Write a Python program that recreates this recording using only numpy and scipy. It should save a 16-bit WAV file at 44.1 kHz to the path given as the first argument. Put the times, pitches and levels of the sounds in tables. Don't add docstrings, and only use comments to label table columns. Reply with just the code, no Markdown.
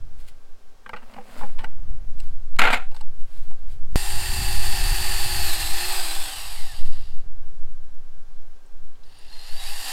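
import sys
import numpy as np
from scipy import signal
from scipy.io import wavfile
from scipy.ndimage import uniform_filter1d

SR = 44100
rng = np.random.default_rng(int(sys.argv[2]) if len(sys.argv) > 2 else 0)


def attenuation_scalar(level_db):
    decades = np.asarray(level_db, float) / 20
    return 10 ** decades


def log_audio(samples):
    frames = np.atleast_2d(samples).T
    limited = np.clip(frames, -1, 1)
    pcm = np.round(limited * 32767).astype(np.int16)
    wavfile.write(sys.argv[1], SR, pcm)


N = 437472

# hz, level_db_per_hz
YARD_SPECTRUM = [(88, -32.5), (150, -11.5), (439, -5.5), (534, -9), (624, -8), (745, -9), (1450, -12),
                 (1530, -12.5), (1830, -16.5), (5570, -19.5), (16000, -31.5)]
YARD_DB = -61.5
# pitch_hz, level_db
HUM_TONES = [(242.2, -75), (414.5, -75), (532.9, -75.5), (769.8, -76.5), (1120, -78), (1577, -74.5)]
# time_s, slow_pressure_db, rumble_db
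WIND_CURVE = [(0.03, -10.5, -36), (0.5, -31.5, -59), (1.32, -34.5, -51), (1.43, -15, -42), (1.57, -13, -46),
              (1.84, -14.5, -31.5), (3.19, -11, -47), (3.5, -11.5, -46.5), (3.94, -15, -33),
              (4.21, -16.5, -29.5), (4.35, -26, -21.5), (4.62, -11.5, -23.5), (4.82, -15, -23.5),
              (5.42, -10, -28), (5.59, -16, -29.5), (6.14, -14, -46), (6.39, -23, -43.5),
              (6.91, -11, -38.5), (8.59, -24.5, -55.5), (8.89, -19.5, -54), (9.09, -29, -51.5),
              (9.56, -14.5, -52), (9.67, -17, -43), (9.91, -33, -56)]
# hz, level_db_per_hz
RUMBLE_SPECTRUM = [(11, -42), (18, 3.5), (65, -16.5), (102, -19.5), (300, -43.5), (390, -71), (660, -120)]
# time_s, step_db, decay_s
STEP_POP = (3.9584, -5, 0.036)

# peak_s, rise_s, fall_s, crisp_db, hollow_db; rise and fall span 20 dB
RUSTLE_STROKES = [(0.2, 0.054, 0.2, -58, -63), (0.286, 0.027, 0.027, -49.5, -69),
                  (1.03, 0.2, 0.25, -73, -52), (1.116, 0.26, 0.16, -62.5, -53), (1.178, 0.1, .07, -73, -46),
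                  (1.399, 0.26, .2, -50, -43), (1.62, 0.06, 0.19, -64.5, -46.5),
                  (1.89, 0.065, 0.39, -79, -59), (2.191, 0.036, 0.24, -57.5, -64),
                  (2.979, 0.11, 0.13, -59.5, -61), (3.21, 0.052, 0.066, -58.5, -65),
                  (3.375, 0.22, 0.23, -57, -65), (3.719, 0.083, 0.086, -56.5, -67),
                  (3.941, 0.053, 0.019, -59, -63)]
# hz, level_db_per_hz
RUSTLE_SPECTRUM = [(880, -36), (1500, -9), (2510, -7.5), (4920, -9), (5830, -18.5), (7760, -11.5),
                   (16000, -20)]
# hz, level_db_per_hz
SCUFF_SPECTRUM = [(120, -30), (220, 12.0), (340, -7.0), (520, 3.0), (900, 1.5), (2700, -9.5), (4500, -33.0)]

# start_s, relative_db
CLATTER_BLOWS = [(2.59, 1.5), (2.617, 3), (2.637, -8), (2.65, -9), (2.67, -13.5), (2.701, -7), (2.728, -3),
                 (2.732, -10.5), (2.74, -9.5), (2.805, -13), (2.821, -11.5)]
# time_s, level_db, treble_over_level_db
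CLATTER_CURVE = [(2.588, -18, -6), (2.598, -16, -18), (2.69, -17.5, -25.5), (2.7, -25.5, -28.5),
                 (2.706, -21, -19), (2.726, -22, -15.5), (2.742, -19, -16.5), (2.798, -38, -22.5),
                 (2.9, -68, -4.5)]
# hz, level_db_per_hz
CLATTER_SPECTRUM = [(88, -43), (150, -29.5), (213, -2), (398, -12.5), (759, 0), (2220, -1.5), (4080, -12),
                    (5570, -29.5), (12400, -32), (16000, -46.5)]
# centre_hz, width_hz, gain_db
CLATTER_MODES = [(219, 31, 3.5), (512, 14, 13.5), (736, 29, 3.5), (950, 77, 6.5), (1550, 87, 10),
                 (2050, 200, 2.5), (2420, 160, 8), (2950, 100, 4), (7900, 746, 8.5)]
# pitch_hz, t60_s, db_per_sample_of_ring
CLATTER_TAIL_MODES = [(771, .2, -48.5), (1590, .1, -51.5), (2560, 0.17, -52)]

# start_s, peak_db, hollow_db, bright_db, contact_s
KNOCK_EVENTS = [(0.861, -27, -14, -26, 0.007), (0.892, -26.5, -19, -21, 0.0042),
                (0.932, -23.5, -16, -43, 0.0079), (0.962, -33.5, -15.5, -23, 0.013),
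                (1.137, -42, -16, -9, 0.0066), (1.166, -43, -28, -13, 0.004), (1.178, -31, 20, -24, 0.012),
                (1.408, -24.5, 9, -18, 0.013), (1.432, -23.5, -1, -32, 0.0075),
                (1.586, -28.5, -20, -16, 0.017), (1.636, -28, 0.5, -9.5, 0.012),
                (1.642, -24, -24, -18, 0.0051), (2.201, -32.5, -9, 14, 0.005),
                (2.564, -37.5, -13.5, 3.5, 0.0029), (2.912, -43, -1.5, 0, 0.013),
                (2.945, -36.5, -3.5, 4.5, 0.0075), (2.963, -33.5, -8, 2, 0.0055),
                (3.005, -42.5, -3, -5, 0.0062), (3.01, -33.5, 2, 8, 0.0039), (3.507, -39.5, 3, -5, 0.006)]
# pitch_hz, level_db, t60_s
PLASTIC_MODES = [(216, -11, 0.084), (499, -10.5, 0.12), (805, -4.5, 0.07), (869, 4.5, 0.028),
                 (1120, -1, 0.02), (1420, 1, 0.0086), (1553, -7, 0.036), (1900, -4, 0.011),
                 (2297, -2, 0.012), (2858, 1, 0.011), (4200, 12, 0.0017), (8030, -3.5, 0.0072),
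                 (11100, -7.5, .004)]
# start_s, relative_db, pitch_hz
TRIGGER_TICKS = [(8.66, -58, 8050), (8.955, -56, 3170), (9.033, -50.5, 4000), (9.036, -53, 4990),
                 (9.186, -47, 9000), (9.19, -59, 10520), (9.297, -45, 3900)]

# start_s, length_s, from_hz, to_hz, level_db
WHINE_NOTES = [(5.787, 0.13, 4200, 4300, -42), (5.924, 0.19, 4860, 4750, -38),
               (9.045, 0.18, 4340, 4570, -70), (9.299, 0.2, 4220, 4200, -51), (9.49, 0.11, 4200, 4710, -46),
               (9.576, 0.12, 3790, 3900, -42), (9.632, 0.31, 4600, 4590, -48)]
WHINE_GLIDE_SHARE, WHINE_EDGE_S, WHINE_OVERTONES_DB = 0.4, 0.0072, -69

# time_s, mesh_hz, load_db, gear_tones_db
DRIVEN_RUNS = [
    [(3.96, 4644, -3.5, -2), (4.4, 4615, -2, 6.5), (4.8, 4574, 0, 5), (5.4, 4558, 0.5, 6.5),
     (5.47, 4374, 2, 6.5), (5.535, 3980, 4, 7), (5.57, 4174, 0, 6), (5.615, 4151, 2.5, 4),
     (5.65, 3933, 1.5, 8), (5.72, 4270, 0.5, 3), (5.8, 4517, 1, -2), (5.9, 4608, 0.5, 0),
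     (5.97, 4625, 0.5, -9)],
    [(9.02, 59.5, 0, -12), (9.05, 353, 3, 0), (9.3, 800, 2.5, -1), (9.58, 1700, 1, 5), (9.67, 2450, 2, 7),
     (9.73, 2760, 0, 2), (9.83, 2887, 0.5, -1), (9.92, 3230, 3, 2)],
]
MESH_PER_TURN = 12.56
COAST_S, DRAG_HZ = 1.93, 4343
STALL_HZ = 332
CURRENT_OFF_S, COAST_TONES_DB, TONES_FADE_HZ = 0.15, 5, 2050
ONSET_DB, ONSET_S = 5, 0.0058

TONE_ORDERS = [1, 1.19, 2, 2.145, 2.28, 5, 7.22, 11.56, 12.56, 13.5, 20, 24, 25.12, 36.56, 37.68]
# level_over_drill_db, width_hz, change_without_full_current_db
ORDER_LEVELS = [(-18, 1.6, 1.5), (-41, 2.3, 23), (-19, 1.97, -2.5), (-29, 9.8, -10), (-17, 2.8, -14),
                (-21, 8, 0), (-14.5, 12, -26), (-22.5, 16.5, -4), (-13.5, 14, -1), (-27, 15, -24.5),
                (-24, 4, -15), (-19, 2.8, -13), (-21, 8.7, -2), (-23, 10, -17), (-33.5, 40, -12.5)]
COMMUTATOR_ORDERS = (20, 24)
COMMUTATOR_DB_PER_LOAD_DB = -3.5
SIDEBAND_SWELL_DB = (60, 40)
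BACKLASH_DB = 2.5
SHELL_SHARE, LOOSE_SHARE = 1.15, 0.71

DRILL_DB, DB_PER_DECADE = -29.5, 30.5
TREBLE_DB, TREBLE_KNEE_HZ, TREBLE_DB_PER_DECADE = -4, 2320, 18
THROUGH_S, THROUGH_SPAN_S = 5.84, 0.09
# hz, level_db_per_hz
HOUSING_SPECTRUM = [(150, -67), (250, -22), (360, -9), (484, -16), (831, -3.5), (1020, -6), (1760, -6.5),
                    (4490, -2), (5930, -15), (12800, -10), (15800, -20), (16300, -38.5)]
# centre_hz, width_hz, gain_db
SHELL_MODES = [(800, 110, 7.5), (1800, 320, 7.5), (2720, 290, 4.5), (3740, 210, -3), (4960, 310, 5.5),
               (7600, 3100, 7.5), (9000, 3300, 2.5)]
# centre_hz, width_hz, gain_db
FREE_SHELL_MODES = [(780, 105, 7.5), (1150, 100, 5), (1550, 110, 6), (2580, 350, 3.5), (3900, 430, 0),
                    (4970, 420, 3.5), (8180, 1460, 13)]
# hz, level_db_per_hz
RATTLE_SPECTRUM = [(200, -70), (290, -27), (450, -14), (794, -2.5), (979, -9.5), (1490, -11.5),
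                   (1830, -5.5), (2330, -13), (2660, -4), (3140, -5.5), (4560, -3), (5200, -6.5),
                   (6240, -20), (8170, -12), (11700, -12), (16000, -24.5)]
# centre_hz, width_hz, gain_db
RATTLE_MODES = [(2760, 200, 3), (4700, 940, 3), (5550, 310, 1.5), (6800, 350, 10.5), (7950, 600, 0.5),
                (9000, 380, 5), (10400, 500, 5)]
RATTLE_ONSET = 0.89
# time_s, comb_spacing_hz, echo_share
DRILL_ECHO_CURVE = [(3.9, 929, 0.13), (5.85, 898, 0.072), (6.05, 822, 0.13), (6.2, 844, 0.17),
                    (6.36, 950, 0.23), (6.85, 965, 0.17), (9.92, 930, 0.2)]


def read(points, hz):
    f, value = np.transpose(points)
    return np.interp(np.log(hz + 1), np.log(f + 1), value)


def lift(modes, hz):
    return sum(db / (1 + (2 * (hz - f) / width) ** 2) for f, width, db in modes)


def evened(x):
    return x / np.sqrt(np.mean(x ** 2) + 1e-20)


def along(rows, outside=-120.):
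    s, *columns = np.transpose(rows)
    return [np.interp(np.arange(N) / SR, s, c, outside, outside) for c in columns]


def colour(x, points, modes=()):
    hz = np.abs(np.fft.fftfreq(8192, 1 / SR))
    log_gain = (read(points, hz) + lift(modes, hz)) * np.log(10) / 20
    response = np.exp(np.conj(signal.hilbert(log_gain)))
    taps = np.fft.ifft(response).real[:4096]
    return evened(signal.oaconvolve(x, taps)[:N])


def split(x, hz):
    low = signal.sosfiltfilt(signal.butter(2, hz, fs=SR, output="sos"), x)
    return low, x - low


def slow(hz):
    return evened(signal.sosfilt(signal.butter(2, hz, fs=SR, output="sos"), rng.standard_normal(N)))


def grains(per_s, spread_db):
    size = attenuation_scalar(spread_db * np.minimum(rng.exponential(1, N), 5))
    return size * rng.standard_normal(N) * (rng.random(N) < per_s / SR)


def wavering(turns, width_hz, depth_db=3):
    wander = np.cumsum(rng.standard_normal(N)) * np.sqrt(2 * np.pi * width_hz / SR)
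    height = attenuation_scalar(depth_db * (slow(25) + 0.42 * slow(1.9)))
    return evened(height * np.cos(2 * np.pi * turns + uniform_filter1d(wander, 200)))


def ground(x, delay_s=0.0014, share=0.052):
    late = np.interp(np.arange(N) - delay_s * SR, np.arange(N), x, 0)
    return (x + share * late) / np.sqrt(1 + share ** 2)


def yard():
    t = np.arange(N) / SR
    hum = sum(attenuation_scalar(db) * wavering(hz * t, 2, 1.3) for hz, db in HUM_TONES)
    wash = colour(rng.standard_normal(N), YARD_SPECTRUM)
    return attenuation_scalar(YARD_DB + 0.34 * slow(1.9)) * wash + hum


def wind_and_pop():
    slow_db, rumble_db = along(WIND_CURVE, None)
    band = signal.butter(3, [1.5, 8], "band", fs=SR, output="sos")
    swing = evened(signal.sosfilt(band, rng.standard_normal(N)))
    lumps = attenuation_scalar(2.4 * slow(20.0))
    rumble = evened(lumps * colour(rng.standard_normal(N), RUMBLE_SPECTRUM))
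    s, db, decay_s = STEP_POP
    t = np.arange(N) / SR - s
    near_pop = np.exp(-(t / decay_s) ** 2)
    pop = attenuation_scalar(db) * np.sign(t) / 2 * near_pop
    return attenuation_scalar(slow_db) * swing * (1 - near_pop) + attenuation_scalar(rumble_db) * rumble + pop


def rustle():
    crackle = colour(grains(9000, 1.9), RUSTLE_SPECTRUM)
    scuff = colour(grains(1300, 1.4), SCUFF_SPECTRUM)
    t = np.arange(0, N / SR, 1 / 500)
    peak_s, rise_s, fall_s, crisp_db, hollow_db = (c[:, None] for c in np.transpose(RUSTLE_STROKES))
    shape_db = -20 * np.maximum((peak_s - t) / rise_s, (t - peak_s) / fall_s)

    def envelope(db):
        return np.interp(np.arange(N) / SR, t, np.linalg.norm(attenuation_scalar(db + shape_db), axis=0))

    return envelope(crisp_db) * crackle + envelope(hollow_db) * scuff


def clatter():
    level_db, treble_db = along(CLATTER_CURVE)
    t, push = np.arange(N) / SR, np.full(N, 0.35)
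    for s, db in CLATTER_BLOWS:
        rise = np.clip((t - s) / 0.0034, 0, 1)
        push += attenuation_scalar(db + 5.5) * np.exp(-np.maximum(t - s, 0) / 0.0044) * rise
    push /= uniform_filter1d(push, 2600)
    tumble = np.pi / 4 * (1 + np.tanh(1.75 * slow(26)))
    shifted_modes = [(hz * 0.9, width, db) for hz, width, db in CLATTER_MODES]
    ring = colour(grains(7000, 2.2), CLATTER_SPECTRUM, CLATTER_MODES)
    shifted_ring = colour(grains(7000, 2.2), CLATTER_SPECTRUM, shifted_modes)
    low, high = split(np.cos(tumble) * ring + np.sin(tumble) * shifted_ring, 5000)
    rattle = attenuation_scalar(level_db) * push * (evened(low) + attenuation_scalar(treble_db) * evened(high))
    tail_s = t[:SR // 2]
    tail = sum(attenuation_scalar(db - 60 * tail_s / t60) * np.sin(2 * np.pi * hz * tail_s)
               for hz, t60, db in CLATTER_TAIL_MODES)
    return rattle + signal.oaconvolve(rattle, tail)[:N]


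def knocks():
    out, t = np.zeros(N + 9000), np.arange(6000) / SR
    contact_t = t[:1800]
    hz, mode_db, mode_t60 = (c[:, None] for c in np.transpose(PLASTIC_MODES))
    for s, db, hollow_db, bright_db, contact_s in KNOCK_EVENTS:
        detune, phase = rng.uniform(0.96, 1.04, hz.shape), rng.random(hz.shape)
        tilt_db = np.interp(np.log(hz), np.log([800, 1800, 5000]), [hollow_db, -4, bright_db])
        decay_db = 60 * t / mode_t60
        modes = attenuation_scalar(mode_db + tilt_db - decay_db) * np.sin(2 * np.pi * (hz * detune * t + phase))
        ring = modes.sum(0) * np.minimum(t / 0.00019, 1)
        burst = rng.standard_normal(len(t)) * np.exp(-t / 0.000287)
        ring += 0.45 * attenuation_scalar(bright_db) * signal.lfilter([1, -1], [1, -1.1, 0.3], burst)
        contacts = rng.standard_normal(1800) * (rng.random(1800) < 0.2)
        contacts *= np.exp(-contact_t / max(contact_s, 0.001))
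        contacts *= np.minimum(contact_t / (0.17 * contact_s) + 0.26, 1)
        sound = np.convolve(ring, contacts)
        out[round(s * SR):][:len(sound)] += attenuation_scalar(db) * sound / abs(sound).max()
    return out[:N]


def trigger():
    out, t = np.zeros(N), np.arange(1500) / SR
    for s, db, hz in TRIGGER_TICKS:
        rough = 1 + 4.6 * uniform_filter1d(rng.standard_normal(len(t)), 24)
        envelope = t / 0.0042 * np.exp(1 - t / 0.0028)
        out[round(s * SR):][:len(t)] += attenuation_scalar(db) * envelope * rough * np.sin(2 * np.pi * hz * t)
    return out


def whine():
    t, out = np.arange(N) / SR, np.zeros(N)
    for s, length_s, from_hz, to_hz, db in WHINE_NOTES:
        on = np.clip(np.minimum(t - s, s + length_s - t) / WHINE_EDGE_S, 0, 1)
        glide = np.exp(-np.maximum(t - s, 0) / (WHINE_GLIDE_SHARE * length_s))
        turns = np.cumsum(to_hz + (from_hz - to_hz) * glide) / SR
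        overtones = np.cos(2 * np.pi * 2 * turns) + 0.5 * np.cos(2 * np.pi * 3 * turns)
        out += on * (attenuation_scalar(db) * wavering(turns, 19.7, 3.2) + attenuation_scalar(WHINE_OVERTONES_DB) * overtones)
    return out


def motor():
    t, (first, second) = np.arange(N) / SR, DRIVEN_RUNS
    let_go_s, top_hz, load_end_db, tones_end_db = first[-1]
    coast_hz = (top_hz + DRAG_HZ) * np.exp(-(t - let_go_s) / COAST_S) - DRAG_HZ
    coast_hz = coast_hz * np.clip((coast_hz - STALL_HZ) / 100 + 1, 0, 1)
    coasting = (t > let_go_s) & (t < second[0][0])
    idle = np.clip((t - let_go_s) / CURRENT_OFF_S, 0, 1)
    mesh_hz, load_db, tones_db = np.add(along(first, 0.), along(second, 0.))
    mesh_hz = np.where(coasting, coast_hz, mesh_hz)
    fade_db = 40 * np.log10(np.clip(mesh_hz / TONES_FADE_HZ, 0.5, 1))
    coast_tones_db = tones_end_db + (COAST_TONES_DB - tones_end_db) * idle + fade_db
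    tones_db = np.where(coasting, coast_tones_db, tones_db)
    since_s = np.maximum(t - first[0][0], 0)
    load_db = np.where(coasting, load_end_db, load_db) + ONSET_DB * np.exp(-since_s / ONSET_S)
    return mesh_hz, load_db, tones_db, idle


def drill_noise(mesh_hz, turns, treble_db):
    t = np.arange(N) / SR
    beat = 1 + 0.18 * np.cos(2 * np.pi * turns) + 0.6 * np.cos(2 * np.pi * MESH_PER_TURN * turns)
    chatter = attenuation_scalar(0.72 * slow(71))
    drive = beat * chatter * (rng.standard_normal(N) + 0.073 * grains(1500, 3.4))
    free = np.clip((t - THROUGH_S) / THROUGH_SPAN_S, 0, 1) * (t < DRIVEN_RUNS[1][0][0])
    boring = colour(drive, HOUSING_SPECTRUM, SHELL_MODES)
    body = (1 - free) * boring + free * colour(drive, HOUSING_SPECTRUM, FREE_SHELL_MODES)
    rattle = np.clip(RATTLE_ONSET * (1 - mesh_hz / mesh_hz.max()), 0, 1)
    noise = (1 - rattle) * body + rattle * colour(drive, RATTLE_SPECTRUM, RATTLE_MODES)
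    low, high = split(noise, 6820)
    return attenuation_scalar(-0.4) * evened(low) + attenuation_scalar(treble_db - 0.13) * evened(high)


def drill_tones(shaft_hz, turns, load_db, tones_db, idle):
    out, top = np.zeros(N), shaft_hz.argmax()
    driven = np.arange(N) / SR < DRIVEN_RUNS[0][-1][0]
    sag = np.minimum(1 - shaft_hz / shaft_hz.max(), 0.15) * driven
    tones_db = tones_db + BACKLASH_DB * idle * slow(22)
    for order, (db, width_hz, idle_db) in zip(TONE_ORDERS, ORDER_LEVELS):
        hz = order * shaft_hz
        shell_db = read(HOUSING_SPECTRUM, hz) + lift(SHELL_MODES, hz)
        loose_db = read(RATTLE_SPECTRUM, hz) + lift(RATTLE_MODES, hz)
        body_db = SHELL_SHARE * (1 - idle) * (shell_db - shell_db[top])
        body_db += LOOSE_SHARE * idle * (loose_db - loose_db[top])
        if order in COMMUTATOR_ORDERS:
            source_db = COMMUTATOR_DB_PER_LOAD_DB * load_db
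        else:
            source_db = tones_db * (order > 10)
        source_db = source_db + idle_db * idle
        if 0.5 < abs(order - MESH_PER_TURN) < 1.1:
            source_db = source_db + SIDEBAND_SWELL_DB[int(order > MESH_PER_TURN)] * sag
        out += attenuation_scalar(db + body_db + source_db) * wavering(order * turns, width_hz, min(0.41 * order, 1.6))
    return out


def drill():
    mesh_hz, load_db, tones_db, idle = motor()
    decades = np.log10(mesh_hz / mesh_hz.max() + 1e-4)
    level_db = DRILL_DB + load_db + DB_PER_DECADE * decades
    below_knee = np.minimum(decades + np.log10(mesh_hz.max() / TREBLE_KNEE_HZ), 0)
    treble_db = TREBLE_DB + TREBLE_DB_PER_DECADE * below_knee
    shaft_hz = mesh_hz / MESH_PER_TURN
    turns = np.cumsum(shaft_hz) / SR
    noise = drill_noise(mesh_hz, turns, treble_db)
    return attenuation_scalar(level_db) * (noise + drill_tones(shaft_hz, turns, load_db, tones_db, idle))


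def scene():
    spacing_hz, share = along(DRILL_ECHO_CURVE, None)
    tool = ground(drill(), 1 / spacing_hz, np.clip(share, 0, 1))
    near = ground(whine() + trigger() + knocks() + clatter() + rustle())
    return (tool + near + wind_and_pop() + yard())[None]


def low_pass(x):
    return signal.sosfilt(signal.butter(12, 16420, fs=SR, output="sos"), x)


def record(dry):
    mix = 0.98 * np.tanh(dry / 0.96)
    return low_pass(mix)


dry = scene()
out = record(dry)
log_audio(out)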